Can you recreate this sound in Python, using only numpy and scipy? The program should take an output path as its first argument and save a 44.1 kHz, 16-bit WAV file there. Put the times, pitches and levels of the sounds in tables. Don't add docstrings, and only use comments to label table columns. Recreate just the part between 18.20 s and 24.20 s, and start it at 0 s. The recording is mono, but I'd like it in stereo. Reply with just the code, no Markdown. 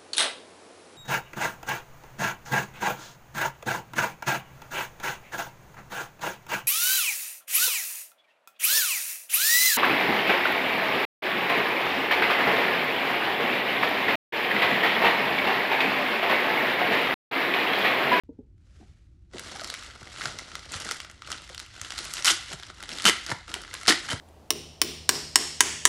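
import sys
import numpy as np
from scipy import signal
from scipy.fft import rfft, irfft
from scipy.io import wavfile
from scipy.ndimage import uniform_filter1d

SR = 44100
rng = np.random.default_rng(int(sys.argv[2]) if len(sys.argv) > 2 else 0)


def inscribe(sig):
    pcm = np.round(np.clip(np.atleast_2d(sig).T, -1, 1) * 32767)
    wavfile.write(sys.argv[1], SR, pcm.astype(np.int16))


def volts_from_decibels(level):
    exponent = np.asarray(level, float) / 20
    return 10 ** exponent


N = 264600

# [f/Hz, level/dB per Hz]
ROOM_TONE = [(28, -16), (49, 4), (97, -1.5), (151, -10), (230, -19.5), (350, -20), (420, -39), (900, -47),
             (2000, -77)]
# [f/Hz, level/dB per Hz]
CLOTH_SPECTRUM = [(500, -3), (950, -13), (1350, -4.5), (1700, -7.5), (2200, -7.5), (7050, -13.5),
                  (13000, -29)]
# [t/s, level/dB]
SLEEVE_PASS = [
    (.04, -83.5),
    (.35, -86),
    (.46, -73),
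    (.6, -64.5),
    (.8, -73.5),
    (.97, -80),
    (1.12, -78),
]
# [t/s, peak level/dB, pitch factor/1]
STAND_KNOCKS = [
    (0.0913, -32.5, 0.99),
    (0.189, -33.5, 0.9),
]
# [f/Hz, level/dB, t60/s]
STAND_MODES = [
    (278, 4, 0.058),
    (463, -5.5, 0.1),
    (610, -18, 0.087),
    (915, -16.5, 0.03),
]

# [f/Hz, level/dB per Hz]
FILM_SPECTRUM = [(400, -21), (800, -12.5), (1010, -8), (1370, -1.5), (1770, -4.5), (2030, -2), (2420, -7),
                 (3000, -5), (4100, -5), (5600, -6.5), (7500, -9.5), (10700, -16), (12200, -23.5),
                 (16000, -48)]
# [f/Hz, level/dB per Hz]
PADDING_SPECTRUM = [(88, -38), (150, 2), (177, -4), (334, 0.5), (440, -4), (640, -3), (1100, -8.5),
                    (1430, -10.5), (2420, -120)]
PATCH_PITCHES = [1300, 1500, 2000, 2670, 3300, 4200, 5400, 7300]

# [t/s, peak level/dB, ring f/Hz, relative brightness/dB]
EXTRA_BUCKLES = [(0.38, -63, 1920, -8), (1.113, -52, 1500, -20), (1.17, -34, 1650, -18),
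                 (1.625, -29, 1390, -21), (1.529, -35, 1300, -13), (4.846, -27, 3000, -16),
                 (5.6767, -16, 2600, -1), (4.0237, -19, 5640, -12), (4.842, -16.5, 4100, -7),
                 (5.087, -25, 1400, -20), (5.094, -18.5, 2000, -18), (5.5405, -19.5, 3920, 1),
                 (5.6538, -24, 4180, -17), (5.662, -21, 1800, -14), (5.6718, -12, 4100, -7)]
# [t/s, peak level/dB, ring f/Hz, relative brightness/dB]
LIFT_BUCKLES = [(1.1342, -36, 1850, -14), (1.1827, -22.5, 3620, -11), (1.1945, -21, 1640, -2.5),
                (1.3155, -33, 1250, -21), (1.3607, -30, 1120, -8), (1.3954, -22, 1460, -24),
                (1.4115, -25, 5200, -11), (1.4362, -27, 5790, -5), (1.4442, -20.5, 4940, -8),
                (1.475, -26, 5530, -5), (1.5003, -17.5, 3950, -8), (1.54, -19, 2200, -9),
                (1.6343, -32, 1970, -5.5), (1.6635, -31.5, 3300, -3.5), (1.8292, -32, 1410, -10),
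                (2.0098, -21, 1350, -29), (2.0167, -21, 2040, -23), (2.0388, -26, 1580, -22.5),
                (2.0559, -13, 1470, -20), (2.1874, -20, 5760, -12), (2.1929, -25.5, 2100, -11),
                (2.3534, -18, 1320, -12.5), (2.393, -30, 5630, -17)]
# [t/s, peak level/dB, ring f/Hz, relative brightness/dB]
TURN_BUCKLES = [(2.52, -21, 7300, 0), (2.5369, -21, 1370, -10), (2.62, -24, 2820, -10),
                (2.6483, -22, 6800, -6), (2.665, -25, 1610, -19), (2.6896, -18.5, 1360, -13),
                (2.7111, -13.5, 1240, -7), (2.719, -16, 5300, -7), (2.7677, -28, 3070, -3),
                (2.802, -20.5, 2900, -13), (2.8472, -29, 1500, -17), (2.8985, -29.5, 1450, -13),
                (2.9127, -33.5, 2710, -2), (3.02, -25.5, 1310, -20), (3.047, -33, 3080, -25),
                (3.074, -26.5, 1450, -19), (3.103, -22, 1320, -6.5), (3.1172, -14, 5860, -11.5),
                (3.1265, -21, 3020, -15), (3.182, -29, 4170, -26), (3.219, -36, 3100, 0),
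                (3.297, -31, 2950, -11), (3.3465, -24.5, 3070, -7.5), (3.3786, -21.5, 4320, -13),
                (3.3994, -20.5, 4300, -9), (3.4154, -32, 4300, -8)]
# [t/s, peak level/dB, ring f/Hz, relative brightness/dB]
PICK_BUCKLES = [(3.564, -32.5, 2900, -9), (3.6144, -18, 6700, -7), (3.647, -27, 3060, -14),
                (3.705, -20.5, 2880, -14), (3.7208, -21, 1920, -12), (3.7798, -17, 4200, -6),
                (3.7882, -19, 4150, -8), (3.85, -25, 5270, -2), (3.865, -30, 3020, -9),
                (3.9374, -15, 5100, 1.5), (3.9572, -28, 3380, -12), (3.9688, -17.5, 3160, -15.5),
                (3.981, -20, 1300, -19.5), (4.3279, -23.5, 3000, -17), (4.3322, -22.5, 1450, -5),
                (4.3982, -27.5, 3970, -11), (4.4326, -24, 3580, -17), (4.5002, -27, 1242, -21)]
# [t/s, peak level/dB, ring f/Hz, relative brightness/dB]
PEEL_BUCKLES = [(4.6043, -29, 1470, -16), (4.6264, -21.5, 2080, -7), (4.6361, -24.5, 3530, -13),
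                (4.691, -20, 3320, -10), (4.785, -20, 3620, -11), (4.799, -19.5, 3270, -13.5),
                (4.821, -18.5, 4700, -3), (5.0638, -19, 5200, -10.5), (5.1156, -14.5, 2030, -27),
                (5.3016, -29.5, 1385, -8), (5.3157, -27, 1440, -19), (5.3404, -13.5, 3100, -6),
                (5.3696, -29.5, 1610, -33), (5.4174, -25.5, 4820, 5), (5.4487, -30, 2090, -18),
                (5.478, -29, 1480, -23), (5.492, -36, 1370, -18), (5.511, -33, 2000, -23),
                (5.539, -23.5, 1540, -6), (5.5671, -29, 4020, -19), (5.6122, -27, 1400, -7),
                (5.6321, -23.5, 2160, -6)]
# [t/s, peak level/dB, ring f/Hz, relative brightness/dB]
SMALL_BUCKLES = [(1.2846, -37, 1600, 4), (1.322, -35, 3530, -21), (1.3522, -29.7, 4240.0, -6),
                 (1.549, -24, 2840.0, -15), (1.7006, -33, 1420.0, -19), (1.8722, -33.5, 2070, -17),
                 (1.9615, -28.5, 1380.0, -29), (2.184, -39, 2110.0, -5), (2.2005, -37.5, 1460.0, -20),
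                 (2.2872, -34, 1510.0, -13.0), (2.3165, -30, 1440.0, -20), (2.541, -21.5, 1230.0, -16),
                 (2.6015, -23, 5360.0, -3), (2.672, -24, 1480, -12), (2.6843, -27, 1210.0, -7.0),
                 (2.744, -30, 4610.0, 3), (2.8161, -31.3, 7940, -7), (3.1435, -30, 1520, -17),
                 (3.1763, -32, 4070.0, -12.0), (3.2252, -41, 3100.0, -9.0), (3.2453, -40, 5400.0, -7.0),
                 (3.2765, -33.4, 2100, -11.0), (3.2918, -34, 2000.0, -7), (3.3941, -27, 5060.0, -8),
                 (3.4627, -34, 2780.0, -8), (3.6587, -35, 3790.0, -15), (3.6817, -36.5, 1960.0, -9.0),
                 (3.9102, -32, 4240.0, -5), (3.991, -25.2, 1460.0, -17), (4.2822, -30, 3060.0, -9),
                 (4.426, -30.5, 1640.0, -17), (4.545, -40, 4340, -4), (4.6, -37, 1400.0, -18.0),
                 (4.6564, -32.7, 2050, -11), (4.716, -23, 2780.0, -25), (4.8042, -27, 1340.0, -16),
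                 (4.8316, -27, 2910.0, -5), (5.2799, -30, 1350, -13), (5.351, -24, 2540.0, -16),
                 (5.361, -29, 1530, -24), (5.4064, -28, 1280, -28), (5.436, -31, 1260, -19),
                 (5.5317, -32, 1310.0, -13), (5.5506, -24, 1980.0, -21), (5.5745, -34, 1770.0, -14.0),
                 (5.6007, -34, 7150.0, -4.0), (5.6181, -36, 1510.0, -12), (5.9976, -29, 1490.0, -21)]

# [t/s, peak level/dB, f/Hz, t60/s]
JOLTS = [(0.612, -49, 205, 0.13), (1.146, -38.5, 219, 0.075), (0.598, -50, 306, 0.11),
         (1.141, -39, 359, 0.11), (1.827, -37, 89.5, 0.062), (2.052, -41, 130, 0.21),
         (2.554, -34, 85, 0.086), (2.522, -45, 154, 0.052), (3.297, -42, 520, 0.055), (3.613, -40, 91, 0.1),
         (3.805, -35.5, 325, 0.033), (4.104, -36, 329, 0.15), (4.339, -31.5, 121, 0.034),
         (4.853, -30, 199, 0.19), (4.889, -20.5, 324, 0.052), (5.119, -23.5, 124, 0.044),
         (5.679, -18, 216, 0.025), (5.695, -22.5, 317, 0.12), (5.935, -19, 106, 0.032)]
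# [t/s, peak level/dB, f/Hz]
AIR_POPS = [(0.6107, -51, 364), (0.6277, -49, 370.0), (1.3555, -35, 790), (1.4166, -31, 650),
            (2.0558, -31.5, 683), (2.7115, -36, 457), (2.847, -45, 630), (3.0853, -41.5, 570),
            (3.2977, -47.5, 517), (3.5768, -49, 370.0), (3.7047, -48, 586), (3.7345, -43.4, 733),
            (4.0058, -42, 604), (4.1929, -43, 765), (4.334, -41.5, 370.0), (4.3974, -45.5, 367),
            (4.4314, -45, 980), (4.5015, -45.5, 374), (4.6312, -45, 820.0), (4.852, -23.1, 354),
            (4.88, -23.5, 450.0), (5.1146, -24.5, 893), (5.2094, -47.2, 724), (5.3409, -35, 960),
            (5.3625, -34.5, 370.0), (5.5383, -43, 507), (5.549, -44, 1040), (5.6333, -43.5, 694),
            (5.6808, -17.5, 365), (5.8894, -34.5, 880.0)]

# [t of most force/s, crackle level/dB, rise/s per 10 dB, fall/s per 10 dB,
# relative padding level/dB]
HANDLING_SQUEEZES = [(1.15, -51, 2, 0.32, 4.5), (1.439, -41, 0.3, 0.2, -5), (1.6, -43, 1.2, 0.17, -31),
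                     (1.83, -49.5, 0.33, .25, -3), (2.062, -33.5, 0.12, 0.0548, -7),
                     (2.263, -44, 0.47, 0.3, -7.5), (2.55, -31.5, 0.0252, 0.07, -12.5),
                     (2.687, -37, 0.21, 0.12, -9), (2.848, -54.5, 4, 0.45, -4),
                     (3.112, -39.5, .06, 0.15, -9), (3.31, -44.5, -0.02, 0.09, -8),
                     (3.402, -45, 0, 0.07, -6.5), (3.621, -41.5, -0.12, 0.83, -12.5),
                     (3.818, -34.5, 0.09, 0.25, -16)]
# [t of most force/s, crackle level/dB, rise/s per 10 dB, fall/s per 10 dB,
# relative padding level/dB]
TEARING_SQUEEZES = [(3.981, -34, 0.024, 0.074, -18), (4.053, -23, 0.0085, 0.092, -20),
                    (4.24, -39.5, 0.11, 0.14, -25), (4.334, -37, 0.042, 0.018, -5.5),
                    (4.505, -45.5, 0.079, 0.021, -8), (4.642, -43.5, 0.086, 0.02, -6.5),
                    (4.723, -34.5, 0.042, 0.17, -7.5), (4.878, -22.5, 0.031, 0.024, -2),
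                    (5.002, -41, 0.1, 0.21, -12), (5.121, -29, 0.036, 0.0057, 0.5),
                    (5.297, -40.5, 0.021, 0.18, -3), (5.577, -43, 0.14, 0.15, -8.5),
                    (5.69, -24, 0.011, 0.045, -0.5), (5.867, -36, 0.17, 0.1, -11.5),
                    (5.929, -32.5, 0.039, 0.028, 2)]

# [t/s, peak level/dB, ring f/Hz, relative brightness/dB]
FIRST_PULL = [(4.0457, -9, 4760.0, 2), (4.0495, -12.8, 4890.0, -14), (4.0529, -14, 2100, -11),
              (4.0564, -6.5, 5570, -5.5), (4.063, -20, 3880.0, 4), (4.067, -11.5, 5750.0, -8),
              (4.0704, -7, 3700, -4), (4.0742, -8.5, 1410, -4), (4.0779, -5, 2990.0, -11.0),
              (4.0824, -5.5, 3200, -6), (4.0871, -6, 3620.0, -5.0), (4.0896, -9.5, 2950, -11.0),
              (4.0963, -9.5, 2900, -4), (4.1016, -6.5, 3580, -11), (4.1047, -8.5, 6740, -9),
              (4.1074, -10.5, 5750, -9), (4.1108, -8.5, 3350, -2), (4.1166, -10, 5900, -1)]
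# [t/s, peak level/dB, ring f/Hz, relative brightness/dB]
SECOND_PULL = [(4.853, -2.5, 2960, -7), (4.8576, -6, 3040, -8.0), (4.8626, -4, 1340, -14),
               (4.8681, -6.5, 2940, -7), (4.872, -5, 3000, -4), (4.8758, -7.1, 3100, -15),
               (4.879, -5.5, 3120, -21), (4.8823, -5, 2900, -8), (4.8847, -16, 3120.0, -4),
               (4.8881, -3.3, 1900, -6), (4.8955, -4.5, 1980, -9)]
# [t/s, peak level/dB, ring f/Hz, relative brightness/dB]
THIRD_PULL = [(5.6797, -1.5, 5100, -10.5), (5.6842, -4.5, 4200, -14), (5.6872, -8, 5270, -5.0),
              (5.6908, 0.5, 3270.0, -10), (5.695, -4.4, 4560, -4), (5.6991, -2.5, 4700, -6.5),
              (5.7057, -5.5, 1800, -11), (5.7107, -7.8, 1780, -12.0), (5.7173, -13.6, 3600.0, -18),
              (5.7228, -8.5, 1920, -13.0)]
# [t/s, peak level/dB, ring f/Hz, relative brightness/dB]
FINAL_TUG = [(5.8866, -22.5, 1400, -17), (5.8907, -20.5, 1910, -9.0), (5.8993, -27, 1890.0, -16),
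             (5.902, -18.5, 3100.0, -12), (5.9061, -17.5, 3190.0, -5), (5.9137, -18.5, 1510, -16),
             (5.9197, -24, 3190.0, -1), (5.9226, -20, 1960.0, -10.0), (5.9247, -30, 2780, -3),
             (5.93, -20.5, 1320, -9)]
# [f/Hz, width/Hz, level/dB]
SEAM_MODES = [
    (1340, 350, -28),
    (3120, 35, -21.5),
]

# [f/Hz, t60/s]
ROOM_DECAY = [(500, 0.38), (3000, 0.61), (6000, 0.42), (12000, 0.39)]
# [f/Hz, side minus mid level/dB]
STEREO_WIDTH = [(90, -27.5), (200, -18.5), (350, -12.5), (700, -4.5), (1400, -11.5), (2800, -5.5),
                (5500, -6.5), (6800, -8.5), (9000, -5.5), (13000, 8)]

ROOM_TONE_DB = -54
GRIP_S, GRIP_DB_PER_S = 1.145, 698
EASE = 1.3
PADDING_STEEP = 1.42
BRIGHT_DB, BRIGHT_PER_DB = 0.45, 0.45
POP_RISE_S, POP_T60_S, POP_PAIR = 0.0009, 0.03, 2
START_S, EDGE_HZ = 0.036, 16300


def evened(x):
    return x / np.sqrt(np.mean(x ** 2) + 1e-20)


def read(points, hz):
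    f, value = np.transpose(points)
    return np.interp(np.log(hz + 1), np.log(f + 1), value)


def along(rows):
    s, *columns = np.transpose(rows)
    return [np.interp(np.arange(N) / SR, s, c) for c in columns]


def add(mix, s, sound):
    part = mix[round(s * SR):][:len(sound)]
    part += sound[:len(part)]


def causal(db):
    log_gain = np.log(volts_from_decibels(np.maximum(db, -100)))
    mirrored = np.r_[log_gain, log_gain[-2:0:-1]]
    phase = -signal.hilbert(mirrored).imag[:len(db)]
    return irfft(np.exp(log_gain + 1j * phase))


def colour(x, points):
    curve_db = read(points, np.fft.rfftfreq(4096, 1 / SR))
    return signal.oaconvolve(x, causal(curve_db)[:2048], axes=-1)[:N]


def grains(per_s, spread_db, burst_s):
    size = volts_from_decibels(spread_db * np.minimum(rng.exponential(1, N), 4))
    size = size * (rng.random(N) < per_s / SR)
    envelope = signal.lfilter([1], [1, -np.exp(-1 / (burst_s * SR))], size)
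    return envelope * rng.standard_normal(N)


def hum():
    swell = evened(uniform_filter1d(rng.standard_normal(N), 4000))
    rumble = evened(colour(rng.standard_normal(N), ROOM_TONE))
    return volts_from_decibels(ROOM_TONE_DB + 0.7 * swell) * rumble


def sleeve():
    hiss = evened(colour(grains(3400, 1.0, 0.0029), CLOTH_SPECTRUM))
    passing = np.arange(N) < 1.15 * SR
    return volts_from_decibels(along(SLEEVE_PASS)[0]) * passing * hiss


def knocks():
    out, t = np.zeros(N), np.arange(8000) / SR
    onset = 1 - np.exp(-(t / 0.004) ** 2)
    for s, db, factor in STAND_KNOCKS:
        ring = sum(volts_from_decibels(d - 60 * t / t60) * np.sin(2 * np.pi * hz * factor * t) for hz, d, t60 in STAND_MODES)
        add(out, s - 0.003, volts_from_decibels(db) * ring * onset)
    return out


def snaps(rows, burst_s, rise_s, ring_db, sharp, trim_db, even):
    hz, out = np.fft.rfftfreq(1024, 1 / SR), np.zeros(N)
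    t = np.arange(400) / SR
    burst = np.exp(-t / burst_s) * (1 - np.exp(-t / rise_s))
    for s, db, ring_hz, bright_db in rows:
        cracks = rng.standard_normal(400)
        ring = ring_db / (1 + (sharp * np.log((hz + 1) / ring_hz)) ** 2)
        tilt = (bright_db + 10.5) * np.clip(np.log2((hz + 1) / 4500), 0, 1)
        drive = rfft(cracks * burst, 1024)
        drive = drive / abs(drive) ** even
        film = causal(read(FILM_SPECTRUM, hz) + ring + tilt)
        snap = irfft(drive * rfft(film))[:700]
        add(out, s, volts_from_decibels(db + trim_db) * snap / abs(snap).max())
    return out


def buckles():
    rows = LIFT_BUCKLES + TURN_BUCKLES + PICK_BUCKLES + PEEL_BUCKLES + EXTRA_BUCKLES + SMALL_BUCKLES
    return snaps(rows, burst_s=0.0016, rise_s=0.00019, ring_db=9, sharp=6.7, trim_db=-1.44, even=0.46)


def thumps():
    out, t = np.zeros(N), np.arange(8000) / SR
    onset = 1 - np.exp(-t / 0.0032)
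    for s, db, hz, t60 in JOLTS:
        turns = hz * (t + 0.0029 * (1 - np.exp(-t / 0.0022)))
        add(out, s, volts_from_decibels(db + 4.5 - 60 * t / t60) * np.sin(2 * np.pi * turns) * onset)
    return out


def pops():
    out, t = np.zeros(N), np.arange(3000) / SR
    onset = 1 - np.exp(-t / POP_RISE_S)
    for s, db, hz in AIR_POPS:
        pair = np.sin(2 * np.pi * hz * t) + 0.87 * np.sin(2 * np.pi * hz * POP_PAIR * t)
        add(out, s, volts_from_decibels(db + 3.5 - 60 * t / POP_T60_S) * pair * onset)
    return out


def effort():
    squeezes = np.transpose(HANDLING_SQUEEZES + TEARING_SQUEEZES)
    s, db, rise_s, fall_s, padding_db = squeezes[:, :, None]
    t = np.arange(0, N + 64, 64) / SR
    late = t - s
    eased_db = -10 * np.where(late < 0, -late / abs(rise_s), late / abs(fall_s)) ** EASE
    grip_db = GRIP_DB_PER_S * np.minimum(t - GRIP_S, 0)
    levels = []
    for each_db in (db + eased_db, db + padding_db + PADDING_STEEP * eased_db):
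        total_db = 10 * np.log10((volts_from_decibels(each_db) ** 2).sum(0) + 1e-30)
        levels.append(np.interp(np.arange(N) / SR, t, grip_db + total_db))
    return levels


def patches(per_s, spread_db, burst_s, ring_db, width):
    out = 0
    for hz in PATCH_PITCHES:
        x = grains(per_s / len(PATCH_PITCHES), spread_db, burst_s)
        ring = signal.lfilter(*signal.iirpeak(hz, 1 / width, fs=SR), x)
        out = out + x + volts_from_decibels(ring_db) * ring
    return out


def crackle():
    film_db, padding_db = effort()
    clumps = volts_from_decibels(1.37 * evened(uniform_filter1d(rng.standard_normal(N), 700)))
    film = patches(1500, 2.1, 0.002, ring_db=6, width=0.15) * clumps
    film = evened(colour(film, FILM_SPECTRUM))
    high = signal.sosfilt(signal.butter(2, 5000 / SR * 2, "high", output="sos"), film)
    film = film + (volts_from_decibels(BRIGHT_DB + BRIGHT_PER_DB * (film_db + 37)) - 1) * high
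    padding = evened(colour(grains(900, 1.8, 0.00095) * clumps, PADDING_SPECTRUM))
    return volts_from_decibels(film_db - 4.5) * film + volts_from_decibels(padding_db - 3.0) * padding


def tearing():
    rows = FIRST_PULL + SECOND_PULL + THIRD_PULL + FINAL_TUG
    return snaps(rows, burst_s=0.0018, rise_s=0.00022, ring_db=10.5, sharp=6.9, trim_db=-0.43, even=0.71)


def seam(tear):
    t, ring = np.arange(2000) / SR, 0
    for hz, width, db in SEAM_MODES:
        gain = volts_from_decibels(db) * np.sqrt(2 * np.pi * width / SR) * 2
        ring = ring + gain * np.exp(-np.pi * width * t) * np.sin(2 * np.pi * hz * t)
    return signal.oaconvolve(tear, ring)[:N]


def tails(length_s, first_s):
    taps = np.zeros((2, SR))
    at = np.arange(0, SR - 20, 20) + rng.integers(0, 20, (2, (SR - 1) // 20))
    np.put_along_axis(taps, at, rng.choice([-1., 1.], at.shape), 1)
    taps *= 1 - np.exp(-(np.arange(SR) / SR / first_s) ** 2)
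    hz, t, z = signal.stft(taps, SR, nperseg=256)
    decay = volts_from_decibels(-60 * t / (length_s * read(ROOM_DECAY, hz)[:, None]))
    tail = signal.istft(z * decay, SR, nperseg=256)[1]
    return tail / np.linalg.norm(tail[0])


def room(x):
    turn = 2 * np.pi * 31 * np.arange(N) / SR
    out = 0
    for k in range(3):
        share = np.sqrt(2 / 3) * np.cos(turn + k * 2 * np.pi / 3)
        out = out + signal.fftconvolve((x * share)[None], tails(0.7, first_s=0.00047), axes=1)[:, :N]
    return out


def scene():
    tear = tearing()
    near = buckles() + tear + crackle() + thumps() + knocks() + pops() + sleeve()
    far, house = room(near), hum()
    near = near + seam(tear)
    mid = near + volts_from_decibels(-8.0) * far[0] + house
    hz = np.fft.rfftfreq(N, 1 / SR)
    lag = -1j * volts_from_decibels(read(STEREO_WIDTH, hz))
    lean = 0.12 * hz / (hz + 250)
    side = irfft(lag * rfft(near + house + volts_from_decibels(-2.5) * far[1]) + lean * rfft(near), N)
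    return np.array([mid + side, mid - side])


def starved(x, lo_hz, hi_hz, rise_db, loud_db=-0, count=4):
    edges = np.linspace(lo_hz, hi_hz, count + 1)
    hz, spectrum = np.fft.rfftfreq(N, 1 / SR), rfft(x)
    above = np.clip((hz - edges[:, None]) / 200, 0, 1)
    for share in above[:-1] - above[1:]:
        band = irfft(spectrum * share, N)
        power = band ** 2
        thrift_db = rise_db + 1.5 * np.repeat(rng.standard_normal(N // 1024 + 1), 1024)[:N]
        attack = uniform_filter1d(power, size=64) > volts_from_decibels(2 * thrift_db) * uniform_filter1d(power, size=2048)
        loud = uniform_filter1d(power, size=512) > volts_from_decibels(2 * loud_db)
        kept = 1. * (uniform_filter1d(1. * (attack | loud), size=700) > 1e-6)
        x = x - band * (1 - uniform_filter1d(kept, size=128))
    return x


def low_pass(x):
    return signal.sosfilt(signal.butter(12, 16480, fs=SR, output="sos"), x)


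def record(dry):
    opened = dry * (np.arange(N) > START_S * SR)
    left, right = 1.4 * np.tanh(opened / 1.4)
    mid = starved((left + right) / 2, 10900, 13000, rise_db=2.5, loud_db=-54, count=2)
    mid = starved(mid, 11660, 17000, rise_db=9.5, loud_db=-47)
    side = starved((left - right) / 2, 5700, 8000, rise_db=7, count=3)
    side = starved(side, 14200, 17000, rise_db=2.0)
    edge = signal.firwin(255, EDGE_HZ, fs=SR)[None]
    limited = signal.oaconvolve([mid + side, mid - side], edge, "same")
    return low_pass(limited)


dry = scene()
out = record(dry)
inscribe(out)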